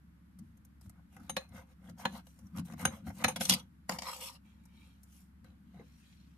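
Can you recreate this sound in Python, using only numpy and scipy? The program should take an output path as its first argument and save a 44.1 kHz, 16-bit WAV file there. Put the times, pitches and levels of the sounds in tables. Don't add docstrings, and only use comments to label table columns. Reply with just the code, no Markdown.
import sys
import numpy as np
from scipy import signal
from scipy.fft import rfft, irfft, next_fast_len
from scipy.io import wavfile
from scipy.ndimage import uniform_filter1d

SR = 44100
rng = np.random.default_rng(int(sys.argv[2]) if len(sys.argv) > 2 else 0)


def int16_out(signal):
    q = np.round(np.clip(np.atleast_2d(signal).T, -1, 1) * 32767)
    wavfile.write(sys.argv[1], SR, q.astype(np.int16))


def volts_from_decibels(level):
    exponent = np.asarray(level, float) / 20
    return 10 ** exponent


N = 280917


def evened(x):
    return x / np.sqrt(np.mean(x ** 2) + 1e-20)


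def read(points, hz):
    f, value = np.transpose(points)
    return np.interp(np.log(hz + 1), np.log(f + 1), value)


def add(mix, s, sound):
    part = mix[..., round(s * SR):][..., :sound.shape[-1]]
    part += sound[..., :part.shape[-1]]


def wander(shape, samples):
    noise = rng.standard_normal(shape)
    return evened(uniform_filter1d(uniform_filter1d(noise, samples), samples))


def resonate(x, hz, width):
    turn = np.exp(2j * np.pi * hz * np.arange(len(x)) / SR)
    r = np.exp(-np.pi * width / SR)
    return 2 * (turn * signal.lfilter([1 - r], [1, -r], x / turn)).real


# (frequency [Hz], left-right likeness [-1 to 1])
LIKENESS = [(60, 0.49), (180, 0.77), (550, -0.22), (1650, -0.082), (4970, -0.2), (15000, -0.02)]


def room_noise(spectrum, db):
    frames, hz = N // 512 + 5, np.fft.rfftfreq(2048, 1 / SR)
    a, b, c, d = rng.standard_normal((frames, 1025, 4)).T
    same = np.clip(read(LIKENESS, hz), -1, 1)[:, None]
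    left = a + 1j * b
    right = same * left + np.sqrt(1 - same ** 2) * (c + 1j * d)
    z = np.array([left, right]) * volts_from_decibels(read(spectrum, hz))[:, None]
    return volts_from_decibels(db) * evened(signal.istft(z, nperseg=2048, noverlap=1536)[1][:, :N])


# (frequency [Hz], level [dB per Hz])
RUMBLE_COLOUR = [(12, -53), (20, -15.5), (42, -6.5), (60, -3.5), (85, -4), (119, -8.5), (168, 1.5),
                 (189, -4), (311, -9), (400, -39), (520, -60), (880, -120)]
# (frequency [Hz], level [dB per Hz])
AIR_COLOUR = [(240, -29), (400, -0.5), (687, -4.5), (921, -0.5), (1460, 1), (2710, -9), (6340, -17.5),
              (9920, -17), (11600, -11), (14600, -24), (16000, -35.5)]


def kitchen_air():
    hum_hz, hum_db = 68.4, -60.5
    level, pitch = wander((2, N), 3000)
    hum = volts_from_decibels(hum_db + 1.6 * level) * np.sin(2 * np.pi * np.cumsum(hum_hz + 0.28 * pitch) / SR)
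    return room_noise(RUMBLE_COLOUR, -67) + room_noise(AIR_COLOUR, -75.5) + hum


# (time [s], table top level [dB], frame level [dB])
HAND_PUSHES = [(0.418, -47.5, -64), (.49, -68, -58), (0.871, -56.5, -51), (1.21, -48.5, -56),
               (1.319, -49.5, -73), (1.539, -53, -53), (1.898, -46, -57.5), (2.06, -46.5, -53),
               (2.14, -47.5, -63), (2.439, -54.5, -54.5), (2.593, -37, -47), (2.725, -41, -62.5),
               (2.858, -35, -43.5), (3.078, -39, -49.5), (3.255, -36, -48), (3.4, -40.5, -57.5),
               (3.515, -36.5, -49), (3.94, -48, -66), (4.759, -56.5, -73), (5.45, -55.5, -57.5),
               (5.682, -56, -76), (5.79, -50, -75)]
# (table top level [dB], frame level [dB])
RESTING_DB = (-63.5, -71.5)
# (table top [dB/s], frame [dB/s])
PUSH_RISE = (258, 204.5)
# (table top [dB/s], frame [dB/s])
PUSH_FALL = (205, 194)


def pressure():
    pushes = np.array(HAND_PUSHES)
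    since = (np.arange(0, N + 64, 64) / SR)[:, None, None] - pushes[:, :1]
    push_db = pushes[:, 1:] + np.where(since < 0, since * PUSH_RISE, -since * PUSH_FALL)
    gain = np.sqrt(volts_from_decibels(2 * push_db).sum(1) + volts_from_decibels(2 * np.array(RESTING_DB)))
    return np.repeat(gain.T, 64, axis=1)[:, :N]


# (frequency [Hz], width [Hz], level [dB])
TABLE_MODES = [(190, 22, 14), (213, 29, 8), (180, 16, 7), (135.1, 16, -29), (314, 16, -31)]


def table_modes(force):
    return sum(volts_from_decibels(db) * resonate(force, hz, w) for hz, w, db in TABLE_MODES)


def table(blows):
    top_gain, frame_gain = pressure()
    top = resonate(table_modes(rng.standard_normal(N)), 140, 180)
    frame = resonate(resonate(rng.standard_normal(N), 90, 35), 90, 35)
    shaken = evened(top) * top_gain + evened(frame) * frame_gain + volts_from_decibels(-15.5) * table_modes(blows)
    return signal.sosfilt(signal.butter(6, [38, 330], "band", fs=SR, output="sos"), shaken)


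def chatter(ms, grain_db):
    draw = rng.standard_normal((2, 2000))
    t_ms = np.arange(2000) / SR * 1000
    clumps = volts_from_decibels(grain_db * evened(uniform_filter1d(draw[1], 25)))
    return evened(draw[0] * clumps) * (1 - np.exp(-2 * t_ms)) * np.exp(-(t_ms / max(ms, .5)) ** 0.95)


def strike(force, blows, s, db, edge_db, sparkle_db, ms=5.5):
    add(force[0], s, volts_from_decibels(db - 9.5) * chatter(ms, 2.5))
    fine_db = np.array([[edge_db], [sparkle_db]])
    add(force[1:], s, volts_from_decibels(db + 3 + fine_db) * chatter(ms * .8, 4.0))
    add(blows, s, volts_from_decibels(db) * signal.windows.hann(60))


# (time [s], level [dB], sparkle [dB])
FOOD_TICKS = [(0.388, -54.5, -4), (0.571, -65.5, -5.5), (0.649, -62.5, -2.5), (0.811, -56.5, -5.5),
              (0.859, -55.5, -16), (0.895, -53.5, -5.5), (1.199, -54, -15), (1.489, -63, -4.5),
              (2.155, -65, -8), (2.389, -54, -10.5), (2.468, -64, -4), (2.651, -61, -2.5), (2.78, -56, -6),
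              (4.637, -79, 0.5), (4.654, -63, -1), (5.032, -70, 12.5)]


def wet_ticks(force, blows):
    for s, db, sparkle_db in FOOD_TICKS:
        strike(force, blows, s, db, -22.5, sparkle_db)


SPARKLE_LIFT = {"sawing": 1, "peeling": 8.5, "scrapes": 2.5, "handling": -7, "plate": -10.5, "blade": -8,
                "fork": 3, "flat": 0}


def strokes(rows, kind):
    depth_db, roundness = -24.5, 1.71
    gains = np.zeros((3, N))
    for peak_s, rise_s, fall_s, db, rasp_db in rows:
        t = np.arange(-1.5 * rise_s, 1.5 * fall_s, 1 / SR)
        away = np.where(t < 0, -t / rise_s, t / fall_s)
        swell = volts_from_decibels(db + depth_db * away ** roundness)
        add(gains, peak_s + t[0], swell * volts_from_decibels(np.array([[0], [rasp_db], [rasp_db + SPARKLE_LIFT[kind]]])))
    return gains


# (peak time [s], rise [s], fall [s], drag level [dB], rasp over drag [dB])
PEELS = [
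    (.46, 0.064, .12, -99, 3.5),
    (.84, 0.035, 0.068, -88.5, 6.5),
    (2.28, 0.05, 0.12, -95, 13),
    (2.4, 0.064, 0.23, -78.5, -11),
    (2.66, 0.02, 0.064, -78.5, 3),
    (3.17, 0.056, 0.11, -84.5, 8.5),
    (5.17, .16, 0.13, -87.5, 8.5),
]


def peeling():
    return strokes(PEELS, "peeling")


# (peak time [s], rise [s], fall [s], drag level [dB], rasp over drag [dB])
SAW_STROKES = [(.99, 0.12, 0.041, -75.5, -21), (1.14, .05, 0.067, -76, -3), (1.25, .12, 0.15, -71, -8),
               (1.41, .02, 0.078, -62, -12), (1.572, 0.073, 0.078, -54.5, -13.5),
               (1.72, .07, 0.027, -71, -9), (1.895, .1, .035, -63, -13), (2.0, .03, .09, -53, -11),
               (2.166, .1, 0.053, -53, -10.5), (2.58, .05, 0.047, -58, -14), (2.72, .07, 0.027, -63, -12),
               (2.822, .055, 0.045, -50, -6.5), (2.93, .06, 0.1, -55.5, -11.5),
               (3.08, .04, 0.053, -55.5, -10.5), (3.222, .06, 0.018, -48.5, -14)]


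def sawing():
    return strokes(SAW_STROKES, "sawing")


# (time [s], level [dB], edge [dB])
PLATE_SLIPS = [(1.165, -40, -28), (1.232, -56, -19), (1.57, -60, -28), (1.895, -45, -22), (1.983, -55, -12),
               (2.268, -49, -17.5), (2.794, -34, -24.5), (3.068, -37.5, -34), (3.102, -40, -30),
               (3.945, -36, -25), (3.96, -36, -28), (4.872, -59, -21), (5.444, -51.5, -22),
               (5.743, -51, -33)]
SLIP_SPARKLE_DB = 5


def slips(force, blows):
    for s, db, edge_db in PLATE_SLIPS:
        strike(force, blows, s, db, edge_db, edge_db + SLIP_SPARKLE_DB)


CLANG_LEVEL = {"plate": -2.5, "blade": 8, "fork": 3, "flat": -3}


def clang(modes, ms):
    t = np.arange(1500) / SR
    t60_s = .018
    damped = sum(volts_from_decibels(db - 60 * t / t60_s) * np.sin(2 * np.pi * hz * t) for hz, db, _ in modes)
    sound = signal.oaconvolve(chatter(ms, 4.0), damped)
    return np.pad(sound / abs(sound).max(), (0, SR // 4 - len(sound)))


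GLOW = {"plate": (-15, .7), "blade": (-17, .55), "fork": (-24, .9), "flat": (-20, .9)}


def ring(modes, kind):
    glow_db, waver = GLOW[kind]
    t = np.arange(SR // 4) / SR
    sound = 0
    for (hz, db, t60), u, w in zip(modes, rng.standard_normal(len(modes)), wander((len(modes), len(t)), 160)):
        damped = volts_from_decibels(-60 * t / (0.23 * t60))
        glow = volts_from_decibels(glow_db - 60 * t / t60) * (1 + waver * w)
        sound = sound + volts_from_decibels(db + 1.7 * u) * (damped + glow) * np.sin(2 * np.pi * (hz * t + u))
    return (1 - np.exp(-t / .0006)) * sound


def knock(force, blows, rings, rows, modes, kind):
    for s, db, edge_db, ms, ring_db in rows:
        strike(force, blows, s, db, edge_db, edge_db + SPARKLE_LIFT[kind], ms)
        struck = ring(modes, kind) + volts_from_decibels(CLANG_LEVEL[kind]) * clang(modes, ms)
        add(rings, s, volts_from_decibels(db + ring_db - 6) * struck)


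# (time [s], blow [dB], edge [dB], chatter [ms], ring [dB])
BLADE_HITS = [
    (1.295, -27, -20, 3.5, -6),
    (1.302, -32, -16, 3, -16),
    (1.366, -39, -36, 4.2, -3),
    (2.852, -11.5, -16, 3.1, -12),
    (2.858, -24, -16, 2.5, -16),
    (2.874, -27, -24, 2.5, -14),
    (3.24, -18.5, -12, 3.4, -16),
    (3.245, -24, 0, 1.7, -5),
    (3.281, -25, -16.5, 12, -8),
]
# (frequency [Hz], level [dB], t60 [s])
BLADE_MODES = [(1750, -8, .12), (2300, -9, .06), (2960, 0, .06), (3880, -11, .27), (6363, -3, .2),
               (6420, -5, .2), (9335, -0.5, .17), (9440, -5, .15), (12680, -6, .12)]


def blade_knocks(force, blows, rings):
    knock(force, blows, rings, BLADE_HITS, BLADE_MODES, "blade")


# (time [s], blow [dB], edge [dB], chatter [ms], ring [dB])
PLATE_HITS = [
    (1.366, -22, -11, 3.74, -8),
    (1.376, -32, -12, 3, -6),
    (2.053, -14, -21, 3.7, -13),
    (3.244, -11.5, -16, 4.1, -12),
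]
# (frequency [Hz], level [dB], t60 [s])
PLATE_MODES = [(602, -9, .25), (1112, -6, .17), (1717, -0.5, .17), (1922, -7, .15), (2508, -6, .24),
               (2950, -4, .05), (3600, -8, .17), (4128, -6.5, .24), (5630, -18, .12), (6340, -19, .25),
               (7130, -10, .12), (8820, -19, .16), (10600, -17, .12), (11670, -12, .08)]


def plate_knocks(force, blows, rings):
    knock(force, blows, rings, PLATE_HITS, PLATE_MODES, "plate")


# (first slip [s], gap [s], strongest slip [s], level [dB], edge [dB])
STUTTERS = [
    (2.561, 0.011, 2.583, -37.5, -18.5),
    (2.684, 0.015, 2.697, -42, -33),
    (2.711, .0115, 2.732, -38, -25),
]
STUTTER_SLIPS = 4, 2, 3


def judders(force, blows):
    fade_db_per_s = 349
    for (first_s, gap_s, top_s, db, edge_db), count in zip(STUTTERS, STUTTER_SLIPS):
        for k in range(count):
            s = first_s + k * gap_s
            strike(force, blows, s, db - fade_db_per_s * abs(s - top_s), edge_db, edge_db + SLIP_SPARKLE_DB)


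# (peak time [s], rise [s], fall [s], drag level [dB], rasp over drag [dB])
GLAZE_SCRAPES = [(3.3, .012, 0.062, -56.5, -5), (3.41, 0.02, 0.15, -55.5, 5), (3.52, .04, .06, -48, 2),
                 (3.55, 0.017, .1, -57.5, -10.5), (3.905, 0.021, 0.061, -47.5, -7),
                 (4.09, 0.107, 0.087, -47.5, -5), (3.955, .04, .03, -52, -12), (4.165, .06, .04, -60, 0),
                 (4.22, .04, .08, -58, 1), (4.275, .09, .045, -58, 2.5), (4.355, .09, .03, -67, -2)]


def scrapes():
    return strokes(GLAZE_SCRAPES, "scrapes")


# (time [s], blow [dB], edge [dB], chatter [ms], ring [dB])
FORK_HITS = [(3.36, -26, -19, 7.3, -11), (3.408, -25, -15, 10, -10), (3.452, -34, -6, 3.5, -5),
             (3.49, -33, -9, 5, -6), (3.496, -19, -4, 3.5, -4), (3.501, -29, -6, 4, -10),
             (3.508, -17, -8, 2.2, -11), (3.515, -28, -8, 3, -8), (3.521, -21, -9, 2, -9),
             (3.527, -28, -8, 4, -8), (3.537, -25, -7.5, 4, -10), (3.544, -29, -8, 4, -9),
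             (3.595, -44, -18, 6, -4)]
# (frequency [Hz], level [dB], t60 [s])
FORK_MODES = [(2860, -5, 0.2), (3000, -4, 0.23), (3328, 3, 0.16), (3396, -0.5, .16), (3630, 1, .04),
              (5316, -8.5, 0.11), (5870, -2, 0.17), (9670, -4, 0.2), (10600, -12, .054)]


def fork_knocks(force, blows, rings):
    knock(force, blows, rings, FORK_HITS, FORK_MODES, "fork")


# (time [s], blow [dB], edge [dB], chatter [ms], ring [dB])
FLAT_HITS = [
    (3.894, -16.5, -19, 2.6, -10),
    (3.921, -30, -15, 3.3, -3),
    (3.987, -33, -12.5, 4.8, 3),
    (4.02, -33, -15, 4, -8.5),
    (4.031, -39, -18, 7.3, -2.5),
]
# (frequency [Hz], level [dB], t60 [s])
FLAT_MODES = [(720, 2, 0.071), (953, -6, 0.085), (2244, -6.5, 0.11), (2770, -2.5, 0.057),
              (4830, -1.5, 0.061), (5490, -2.5, 0.058), (6950, 0.5, 0.038)]


def knife_laid_flat(force, blows, rings):
    knock(force, blows, rings, FLAT_HITS, FLAT_MODES, "flat")


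# (peak time [s], rise [s], fall [s], drag level [dB], rasp over drag [dB])
HAND_RUBS = [
    (4.46, 0.04, 0.22, -79, 1),
    (4.83, 0.23, 0.22, -78.5, 6),
    (5.456, 0.033, 0.13, -74, -6.5),
    (5.8, .09, .045, -65, -22),
    (6.03, 0.45, 0.5, -91.5, 17),
]


def handling():
    return strokes(HAND_RUBS, "handling")


# (time [s], level [dB])
RIM_THUDS = [
    (5.744, -68),
    (5.77, -62),
    (5.795, -49),
    (5.811, -55),
]
# (frequency [Hz], level [dB], t60 [s])
RIM_MODES = [(343, -0.5, 0.26), (463, 9, 0.24), (508, 7, 0.21), (704, -5, 0.37), (2070, 5.5, 0.069)]


def rim_thuds(rings):
    for s, db in RIM_THUDS:
        add(rings, s, volts_from_decibels(db - 9.5) * ring(RIM_MODES, "flat"))


def grit(per_s, spread_db, smooth):
    heights = volts_from_decibels(spread_db * np.minimum(rng.exponential(1, N), 4))
    catches = heights * (rng.random(N) < per_s / SR) * rng.choice([-1, 1], N)
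    flutter = volts_from_decibels(2.0 * evened(uniform_filter1d(rng.standard_normal(N), 300)))
    return evened((evened(catches) + smooth * rng.standard_normal(N)) * flutter)


def body(spectrum, peaks):
    hz = abs(np.fft.fftfreq(8192, 1 / SR))
    level_db = read([(1, -76)] + spectrum + [(SR, -80)], hz)
    level_db += sum(db / (1 + ((hz - f) / (w / 2)) ** 2) for f, w, db in peaks)
    log_gain = level_db * np.log(10) / 20
    response = np.fft.ifft(np.exp(log_gain - 1j * signal.hilbert(log_gain).imag)).real[:4096]
    return response / np.linalg.norm(response)


# (frequency [Hz], level [dB])
DRAG_COLOUR = [(260, -41), (440, -16.5), (532, 1), (618, -12), (705, -6.5), (933, -2.5), (1650, -13),
               (2100, -8), (2730, -37), (4620, -120)]
EDGE_COLOUR = [(1120, -49), (1900, -14.5), (2500, -5.5), (3420, -7.5), (4110, -9), (5700, -18), (7410, -21),
               (12500, -120)]
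SPARKLE_COLOUR = [(3180, -30.5), (5400, -5), (7440, -5), (8720, -3), (10400, -5.5), (12400, -2.5),
                  (15000, -12.5)]
SKIN_COLOUR = [(900, -30), (1700, -8), (2400, -3), (4200, -6), (6500, -11), (9500, -17), (13000, -40)]
# (frequency [Hz], width [Hz], level [dB])
WOOD_HUMPS = [(476, 71, 4.5), (691.4, 120, 9.5), (1012, 10, -2), (1243, 140, 4.5), (1520, 200, 8),
              (1840, 70, -4.5)]
TEETH_HUMPS = [(3000, 1500, 2), (3500, 180, -2), (4026, 110, 3.5), (5800, 200, 2), (6400, 170, 4),
               (9600, 320, 1.5), (11130, 200, 5)]
FLAT_HUMPS = [(620, 250, 5), (950, 170, 9), (1220, 190, 8), (2245, 100, 6.5), (2880, 200, 6), (4350, 60, 9),
              (5180, 930, 9), (7900, 200, 6), (10880, 920, 3)]
HELD_HUMPS = [(894, 60, 12), (2320, 130, 15), (2750, 250, 6), (3250, 90, 7), (3800, 170, 7), (4140, 120, 6),
              (5650, 100, 4)]
LIFTED_HUMPS = [(2500, 300, 4), (3110, 90, 4), (3770, 110, 4), (4140, 100, 7), (5650, 100, 6),
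                (6380, 80, 4)]
POSE_CHANGES = 3.885, 4.4, 4.95, 5.85


def rubbing_bodies(force):
    colours = DRAG_COLOUR, EDGE_COLOUR, SPARKLE_COLOUR
    upright = [body(DRAG_COLOUR, WOOD_HUMPS), body(EDGE_COLOUR, TEETH_HUMPS), body(SPARKLE_COLOUR, TEETH_HUMPS)]
    flat = [body(colour, FLAT_HUMPS) for colour in colours]
    held = [body(colour, HELD_HUMPS) for colour in colours]
    lifted = [body(colour, LIFTED_HUMPS) for colour in (DRAG_COLOUR, SKIN_COLOUR, SPARKLE_COLOUR)]
    pose = np.array([0, 1, 2, 0, 3])[np.searchsorted(POSE_CHANGES, np.arange(N) / SR)]
    rub = 0
    for k, bodies in enumerate((upright, flat, held, lifted)):
        rub = rub + signal.oaconvolve(force * (pose == k), np.array(bodies), axes=1)
    return shifting(rub[:, :N].sum(0), 3.1)


def shifting(x, depth_db):
    _, _, z = signal.stft(x, SR, nperseg=512)
    patches = rng.standard_normal(z.shape[::-1]).T
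    patches = uniform_filter1d(uniform_filter1d(patches, 4, axis=0), 14, axis=1)
    return signal.istft(z * volts_from_decibels(depth_db * evened(patches)), SR, nperseg=512)[1][:N]


# (frequency [Hz], width [Hz], level [dB])
BOARD_MODES = [(364, 12, -10), (548, 16, 1.5), (772, 21, -3), (760, 35, 0), (1339, 39, -8)]


def board(blows):
    sound = volts_from_decibels(-5) * sum(volts_from_decibels(db) * resonate(blows, hz, w) for hz, w, db in BOARD_MODES)
    return signal.sosfilt(signal.butter(2, 120, "high", fs=SR, output="sos"), sound)


def cutlery():
    force = peeling() + sawing() + scrapes() + handling()
    force *= [grit(990, 3.0, 0.54), grit(2500, 3.0, 0.9), grit(7000, 3.0, 0.37)]
    rings, blows = np.zeros(N), np.zeros(N)
    for small in (wet_ticks, slips, judders):
        small(force, blows)
    for hard in (blade_knocks, plate_knocks, fork_knocks, knife_laid_flat):
        hard(force, blows, rings)
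    rim_thuds(rings)
    return rubbing_bodies(force) + rings + board(blows), blows


def ports(x):
    size, side = next_fast_len(N), 0
    hz = np.fft.rfftfreq(size, 1 / SR)
    same = np.clip(read(LIKENESS, hz), -.9, 1)
    apart = np.sqrt((1 - same) / (1 + same)) * hz ** 2 / (hz ** 2 + 800 ** 2)
    turn = np.pi * 11 * np.arange(N) / SR
    lags = np.geomspace(.0004, .002, 10)[:, None]
    for k in range(3):
        ripple = evened(np.sin(2 * np.pi * (hz * lags + rng.random(lags.shape))).sum(0))
        phase = 1.5 * ripple - 2 * np.pi * hz * .002
        share = np.sqrt(2 / 3) * abs(np.cos(turn + k * np.pi / 3))
        side = side + irfft(rfft(x * share, size) * apart * np.exp(1j * phase), size)[:N]
    return np.array([x + .85 * side, x - .85 * side])


# (frequency [Hz], t60 [s])
KITCHEN_T60 = [(200, 0.18), (1000, 0.087), (4000, 0.13), (12000, 0.032)]


def walls(x):
    taps = np.zeros((2, SR // 2))
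    at = np.arange(150, SR // 2 - 20, 20) + rng.integers(0, 20, (2, (SR // 2 - 151) // 20))
    np.put_along_axis(taps, at, rng.choice([-1., 1.], at.shape), 1)
    hz, t, z = signal.stft(taps, SR, nperseg=256)
    fade = volts_from_decibels(-60 * t / read(KITCHEN_T60, hz)[:, None])
    tail = signal.istft(z * fade, SR, nperseg=256)[1]
    return signal.fftconvolve(x[None], tail / np.linalg.norm(tail[0]), axes=1)[:, :N]


def scene():
    near, blows = cutlery()
    boom = table(blows)
    sway_hz, sway_width_hz, sway_db = 300, 80, -4
    rocking = resonate(resonate(boom, sway_hz, sway_width_hz), sway_hz, sway_width_hz)
    sway = volts_from_decibels(sway_db) * np.roll(rocking, SR // 1000)
    plate_side = ports(near) + volts_from_decibels(-12.5) * walls(near)
    table_side = boom * volts_from_decibels(np.array([[.6], [-.6]])) + np.array([sway, -sway])
    return plate_side + table_side + kitchen_air()


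def roll_off(x):
    return signal.sosfilt(signal.butter(12, 16500, fs=SR, output="sos"), x)


def record(dry):
    hz, _, z = signal.stft(dry, SR, nperseg=512)
    power = (abs(z[:, 12:]) ** 2).sum((0, 1))
    busy_db = 10 * np.log10(signal.lfilter([0, 0, .4], [1, -.6], power) + 1e-12)
    top_hz = np.clip(15600 - 220 * (busy_db + 51), 13500, 15600)
    low_pass = 1 / (1 + np.exp((hz[:, None] - top_hz) / 60))
    mix = signal.istft(z * low_pass, SR, nperseg=512)[1][:, :N]
    return roll_off(mix)


dry = scene()
out = record(dry)
int16_out(out)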